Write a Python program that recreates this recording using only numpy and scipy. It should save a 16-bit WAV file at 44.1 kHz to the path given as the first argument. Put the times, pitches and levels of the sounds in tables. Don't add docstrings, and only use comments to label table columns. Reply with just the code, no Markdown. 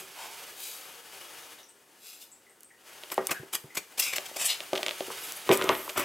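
import sys
import numpy as np
from scipy import signal
from scipy.fft import rfft, irfft, next_fast_len
from scipy.io import wavfile

SR = 44100
rng = np.random.default_rng(int(sys.argv[2]) if len(sys.argv) > 2 else 0)


def store_wav(level_fs):
    pcm = np.round(np.clip(np.atleast_2d(level_fs), -1, 1) * 32767)
    wavfile.write(sys.argv[1], SR, pcm.T.astype(np.int16))


N = 266364
T = np.arange(N) / SR
RING_T = T[:SR // 3]

# (frequency [Hz], level [dB])
PANEL_COLOUR = [(30, -36), (70, -14), (170, -8), (400, 2), (700, -0.5), (1150, 4), (1600, -1), (2200, -2),
                (3500, -7), (8000, -54)]


def undb(db):
    return 10 ** (np.asarray(db) / 20)


def unit(x):
    return x / np.sqrt(np.mean(x ** 2))


def crest(x):
    return x / np.abs(x).max()


def add(track, s, sound):
    start = max(int(s * SR), 0)
    track[start:start + len(sound)] += sound[:N - start]


def colour(x, points, tilt_db=0):
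    hz, db = np.transpose(points)
    size = next_fast_len(len(x))
    octave = np.log2(np.maximum(np.fft.rfftfreq(size, 1 / SR), 1))
    shape_db = np.interp(octave, np.log2(hz), db)
    tilt = tilt_db * np.maximum(octave - 10, 0)
    spectrum = rfft(x, size) * undb(shape_db + tilt)
    return unit(irfft(spectrum, size)[:len(x)])


def soften(x, hz, kind="low"):
    return signal.sosfilt(signal.butter(2, min(hz, SR / 2 - 1), kind, fs=SR, output="sos"), x)


def resonate(x, hz, sharpness):
    return signal.lfilter(*signal.iirpeak(hz, sharpness, fs=SR), x)


def fade(t60):
    return np.exp(-np.log(1000) * RING_T / t60)


def mode(hz, t60):
    return np.sin(2 * np.pi * hz * RING_T) * fade(t60)


def slips(count, spread_db):
    extra_force = np.minimum(rng.exponential(size=count), 3)
    return rng.standard_normal(count) * undb(spread_db * extra_force)


def waver(count, hz, depth_db):
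    knots = rng.standard_normal(int(count * hz / SR) + 2)
    wander = np.interp(np.arange(count) * hz / SR, np.arange(len(knots)), knots)
    return undb(depth_db * wander)


def stroke(s, rise, fall):
    start = max(s - 2.5 * rise, 0)
    t = T[:2 * SR // 3] + start - s
    swell = np.exp(-(t / rise) ** 2)
    dying = np.exp(-np.abs(t) / fall)
    speed = np.where(t < 0, swell, dying)
    return start, speed * waver(len(t), hz=358.6, depth_db=1.5)


def box_ring(dense_db=-5, dense_t60=0.24, scatter_db=2.0):
    # (frequency [Hz], typical level [dB])
    box_modes = [(142, -14.5), (192, -12), (228, -11), (298, -11.5), (385, 9), (446, -2), (512, 0),
                 (575, 1), (672, 1.5), (798, -1.5), (957, -3.5), (1195, 1.5), (1295, -21), (1520, -4),
                 (1900, 3.5), (2130, 1.5)]
    longest_t60 = 0.18
    chance = rng.standard_normal(len(box_modes))
    ring = 0
    for k, (hz, db) in enumerate(box_modes):
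        t60 = longest_t60 * min(400 / hz, 1) ** .25
        sign = (-1) ** (k // 2)
        ring = ring + sign * undb(db + scatter_db * chance[k]) * mode(hz, t60)
    wash = colour(rng.standard_normal(len(RING_T)), PANEL_COLOUR) * fade(dense_t60)
    return unit(unit(ring) + undb(dense_db) * unit(wash))


def rasp(grip, tilt_db, echo_share=0.4):
    # (frequency [Hz], level [dB])
    scrape_colour = [(100, -21), (700, -1.5), (1750, -3), (2400, 6), (3400, 3), (4200, -3), (5300, 1.5),
                     (6500, -1.5), (7700, 2), (9500, -3.5), (11500, -3), (13500, -2.5), (16000, -15)]
    sound = colour(slips(len(grip), spread_db=3.0), scrape_colour, tilt_db)
    lags = rng.uniform(.0004, .002, 2)
    echoes = sum(np.roll(sound, int(lag * SR)) for lag in lags)
    return grip * unit(sound + echo_share * echoes)


def shudder(grip, ring_db):
    shake = slips(len(grip), spread_db=6)
    ring = signal.fftconvolve(unit(shake) * grip, box_ring())[:len(grip)] / np.sqrt(len(RING_T))
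    panels = grip * colour(shake, PANEL_COLOUR)
    return (panels + undb(ring_db) * ring) / np.sqrt(2)


def knock(hz, boom_db, slap_cycles=9, reach=1.49, bass_share=0.63, box_bass_hz=170):
    slap = soften(mode(hz, slap_cycles / hz), reach * hz)
    slap = soften(slap, bass_share * hz, "high")
    boom = soften(soften(box_ring(), reach * hz), box_bass_hz, "high")
    return crest(slap) + undb(boom_db) * crest(boom)


def snap(hz, crackle_db, crackle_t60, cycles=4.1, bright=1.44):
    click = soften(mode(hz, cycles / hz), hz / 2, "high")
    click = crest(soften(click, bright * hz))
    crackle = crest(resonate(rng.standard_normal(len(RING_T)), hz, 1.0) * fade(crackle_t60))
    return click + undb(crackle_db) * crackle


def place(x, pan_db, room_db, t60=0.31, apart_db=-4):
    after_gap = RING_T > .005
    shared, apart = rng.standard_normal((2, len(RING_T))) * fade(t60) * after_gap
    side = undb(apart_db) * resonate(apart, 1050, 0.24)
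    tails = unit(np.array([shared + side, shared - side])) / np.sqrt(len(RING_T))
    echo = signal.fftconvolve(x[None], tails, axes=1)[:, :N]
    left_right = np.array([[1], [-1]])
    return (x + undb(room_db) * echo) * undb(left_right * pan_db / 2)


def from_left(pair, shade_hz=5000, share=0.26):
    return pair + share * resonate(pair, shade_hz, 2.2) * np.array([[1], [-1]])


def room_hush():
    # (frequency [Hz], level [dB])
    quiet_colour = [(30, -6), (120, -2), (400, 10), (2000, -20), (8000, -4), (15000, -11)]
    return undb(-65.5) * colour(rng.standard_normal(N), quiet_colour)


def ticks(t60=0.19, sharpness=11):
    # (time [s], peak level [dB], pitch [Hz])
    tick_events = [(1.5848, -49, 3670), (1.6303, -45, 5800), (1.688, -46, 8250), (2.316, -44, 7780),
                   (2.4653, -51.5, 2010), (2.496, -49, 8350), (2.6444, -45, 8440), (2.7038, -50.5, 1930),
                   (3.345, -34.5, 1630), (3.702, -44, 2060)]
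    out = np.zeros(N)
    for s, db, hz in tick_events:
        cluster = resonate(rng.standard_normal(len(RING_T)), hz, sharpness)
        cluster = resonate(cluster, hz, sharpness / 2)
        add(out, s, undb(db) * crest(cluster * fade(t60)))
    return out


def fur(murmur_db=-4, rub_db=-1.0, hiss_db=-3, murmur_follow=0.74, usual_db=-50):
    # (time [s], level [dB])
    slide_effort = [(0, -53), (.42, -47), (.54, -52.5), (.94, -51), (1.02, -54.5), (1.17, -50),
                    (1.48, -51.5), (1.68, -64.5), (2.78, -69), (2.87, -56), (3.28, -51), (3.5, -62),
                    (3.97, -58), (4.19, -48), (4.74, -50), (5.04, -44), (5.6, -47), (6.04, -50.5)]
    # (frequency [Hz], level [dB])
    murmur_colour = [(40, -24), (120, -9.5), (220, -10), (380, 1.5), (550, 3), (900, 5), (2000, -1),
                     (3000, -21), (6000, -63)]
    # (frequency [Hz], level [dB])
    rub_colour = [(900, -18), (1800, -3), (2400, 6.5), (3500, 1.5), (4500, 0.5), (5600, -2), (8000, -10.5)]
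    # (frequency [Hz], level [dB])
    hiss_colour = [(3500, -27), (6000, -1), (8200, -1), (10500, -1), (14000, -4), (16000, -9)]
    # (delay [s], share [gain])
    near_echoes = [(.00062, 0.18), (.00135, 0.074), (.0024, 0.073)]
    effort = np.interp(T, *np.transpose(slide_effort))
    murmur = usual_db + murmur_follow * (effort - usual_db)
    layers = [(murmur + murmur_db, murmur_colour), (effort + rub_db, rub_colour),
              (effort + hiss_db, hiss_colour)]
    sound = sum(undb(db) * colour(slips(N, spread_db=4.0), shape) for db, shape in layers)
    sound = sound * waver(N, hz=59.36, depth_db=1.93)
    return sound + sum(share * np.interp(T - lag, T, sound) for lag, share in near_echoes)


def drags(sharpness=4.3, fall_share=1.21):
    # (time of peak [s], level [dB], swell time [s], tilt [dB per octave],
    #  singing pitch [Hz], lift of that pitch [dB])
    drag_events = [(0.0, -42.5, 0.037, 2.5, 2400, 6.5), (0.23, -42, 0.061, -2, 890, 13.5),
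                   (0.67, -38.5, 0.084, 6, 3640, 10), (2.099, -46.5, 0.073, 3.5, 4170, 6.5),
                   (2.225, -46.5, 0.023, 4.5, 4130, 7.5), (4.035, -27.5, .025, 1.5, 5240, 5.5),
                   (4.08, -31.5, .033, .5, 2340, 7.5), (4.368, -32.5, .007, 1, 700, 20),
                   (4.425, -28.5, .036, -0.5, 8140, 6.5), (4.463, -22.5, 0.012, 3, 8900, 11),
                   (4.507, -25.5, 0.022, 0, 3900, 14.5), (5.25, -41.5, .045, -1.5, 11500, 14),
                   (5.37, -43, 0.02, 11, 10500, 11), (5.535, -25.5, 0.017, 4.5, 2100, 15),
                   (5.78, -43, 0.14, 7, 12300, 11), (6.015, -36.5, 0.031, 5, 2350, 19)]
    out = np.zeros(N)
    for s, db, swell, tilt_db, sing_hz, sing_db in drag_events:
        start, grip = stroke(s, swell, fall_share * swell)
        hiss = rasp(grip, tilt_db)
        sung = hiss + (undb(sing_db) - 1) * resonate(hiss, sing_hz, sharpness)
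        add(out, start, undb(db) * unit(sung) * np.std(hiss))
    return out


def swipes(ring_db=-10, rise=0.0065, fall=0.0087):
    # (time of peak [s], rasp level [dB], box shaking level [dB], tilt of the rasp [dB per octave])
    swipe_events = [(3.123, -31.5, -30.5, 7.5), (3.297, -33, -33, -11), (3.316, -26.5, -23, 3.5),
                    (3.537, -28.5, -35.5, 4), (3.552, -26.5, -36, 1), (3.756, -37.5, -40.5, 3.5),
                    (3.776, -27, -33, 1), (3.984, -32, -44, 0.5), (4.0, -19.5, -38, 4),
                    (4.136, -29, -53, -2.5), (4.165, -27.5, -60, 0), (4.263, -37.5, -69, -0.5),
                    (5.897, -37.5, -36.5, 4), (5.965, -34, -32, -9), (5.979, -28, -23, 3.5),
                    (5.998, -28.5, -28.5, 8)]
    out = np.zeros(N)
    for s, db, shake_db, tilt_db in swipe_events:
        start, grip = stroke(s, rise, fall)
        scrape = undb(db) * rasp(grip, tilt_db)
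        shake = undb(shake_db) * shudder(grip, ring_db)
        add(out, start, scrape + shake)
    return out


def claws(claw_hz=10000):
    # (time [s], peak level of the click [dB])
    claw_events = [(2.607, -32.5), (2.633, -31), (3.143, -21), (3.27, -7), (5.322, -14.5), (5.574, -12.5),
                   (5.642, -17.5)]
    out = np.zeros(N)
    for s, db in claw_events:
        add(out, s, undb(db) * snap(claw_hz, crackle_db=-7.5, crackle_t60=0.013))
    return out


def creases(crease_hz=3150, flap_hz=600, flap_t60=0.049, flap_db=-17, boom_db=-20, pitch_scatter=0.014):
    # (time [s], peak level of the click [dB])
    crease_events = [(3.036, -25.5), (3.102, -28), (3.118, -28), (3.1791, -25), (4.183, -12),
                     (4.605, -19.5), (4.733, -15.5), (4.754, -17.5), (4.759, -17), (4.7637, -21),
                     (4.776, -17.5), (4.7792, -16.5), (4.8308, -11.5), (4.8639, -11.5), (4.8829, -12.5),
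                     (4.892, -16), (4.9099, -17), (5.0064, -21.5), (5.492, -12.5), (5.515, -5.5),
                     (5.6138, -17.5), (5.6225, -16), (5.6913, -5.5), (5.751, -20), (5.894, -20.5),
                     (5.899, -22)]
    out = np.zeros(N)
    for s, db in crease_events:
        hz = crease_hz * np.exp(pitch_scatter * rng.standard_normal())
        click = snap(hz, crackle_db=-10.5, crackle_t60=0.017)
        body = undb(flap_db) * mode(flap_hz, flap_t60) + undb(boom_db) * crest(box_ring())
        add(out, s, undb(db) * (click + soften(body, 220, "high")))
    return out


def shoves(ring_db=0, fall_share=1.78):
    # (time of peak [s], level [dB], swell time [s])
    shove_events = [(0.0, -47, 0.024), (5.475, -38.5, .01), (5.515, -25.5, .016), (5.598, -33, .018),
                    (5.66, -33.5, .055), (5.708, -29, .028), (6.0, -31, 0.034)]
    out = np.zeros(N)
    for s, db, swell in shove_events:
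        start, grip = stroke(s, swell, fall_share * swell)
        add(out, start, undb(db) * shudder(grip, ring_db))
    return out


def bumps(pat_hz=578, pat_boom_db=-11):
    # (time [s], slap level [dB], boom level [dB], slap pitch [Hz])
    bump_events = [(3.179, -11.5, -15, 820), (3.396, -40.5, -43.5, 137), (3.431, -39, -40, 350),
                   (3.64, -42.5, -43.5, 140), (4.731, -15, -18, 560), (4.792, -29, -32, 650),
                   (5.081, -38, -34, 424), (5.103, -25.5, -30.5, 1110), (5.4913, -9.5, -12.5, 1040),
                   (5.499, -20, -12.5, 232), (5.506, -21, -10, 386), (5.523, -20, -14.5, 390),
                   (5.614, -19.5, -21, 1150), (5.641, -22, -25, 385), (5.695, -9, -13, 1025),
                   (5.879, -25, -34.5, 1060)]
    # (time [s], peak level of the slap [dB])
    pat_events = [(4.134, -36), (4.314, -35.5), (4.363, -32), (5.007, -19)]
    out = np.zeros(N)
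    for s, slap_db, boom_db, hz in bump_events:
        add(out, s, undb(slap_db) * knock(hz, boom_db - slap_db))
    for s, db in pat_events:
        add(out, s, undb(db) * knock(pat_hz, pat_boom_db))
    return out


def scene():
    # (time [s], left minus right [dB])
    slide_pan = [(.4, -1.5), (.6, 2.5), (4.8, 1.1), (5.2, -0.5)]
    fur_pan_db = np.interp(T, *np.transpose(slide_pan))
    slide = place(fur() + ticks(), pan_db=fur_pan_db, room_db=-5.5)
    paws = from_left(place(swipes() + drags(), pan_db=0.66, room_db=-14))
    clicks = place(creases() + claws(), pan_db=0.2, room_db=-13.0)
    box = place(bumps() + shoves(), pan_db=0.16, room_db=-16.5)
    return slide + paws + box + clicks + room_hush()


def record(dry, bass_hz=50, top_hz=15700):
    without_bass = soften(dry, bass_hz, "high")
    return signal.sosfilt(signal.ellip(8, .2, 70, top_hz, fs=SR, output="sos"), without_bass)


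dry = scene()
out = record(dry)
store_wav(out)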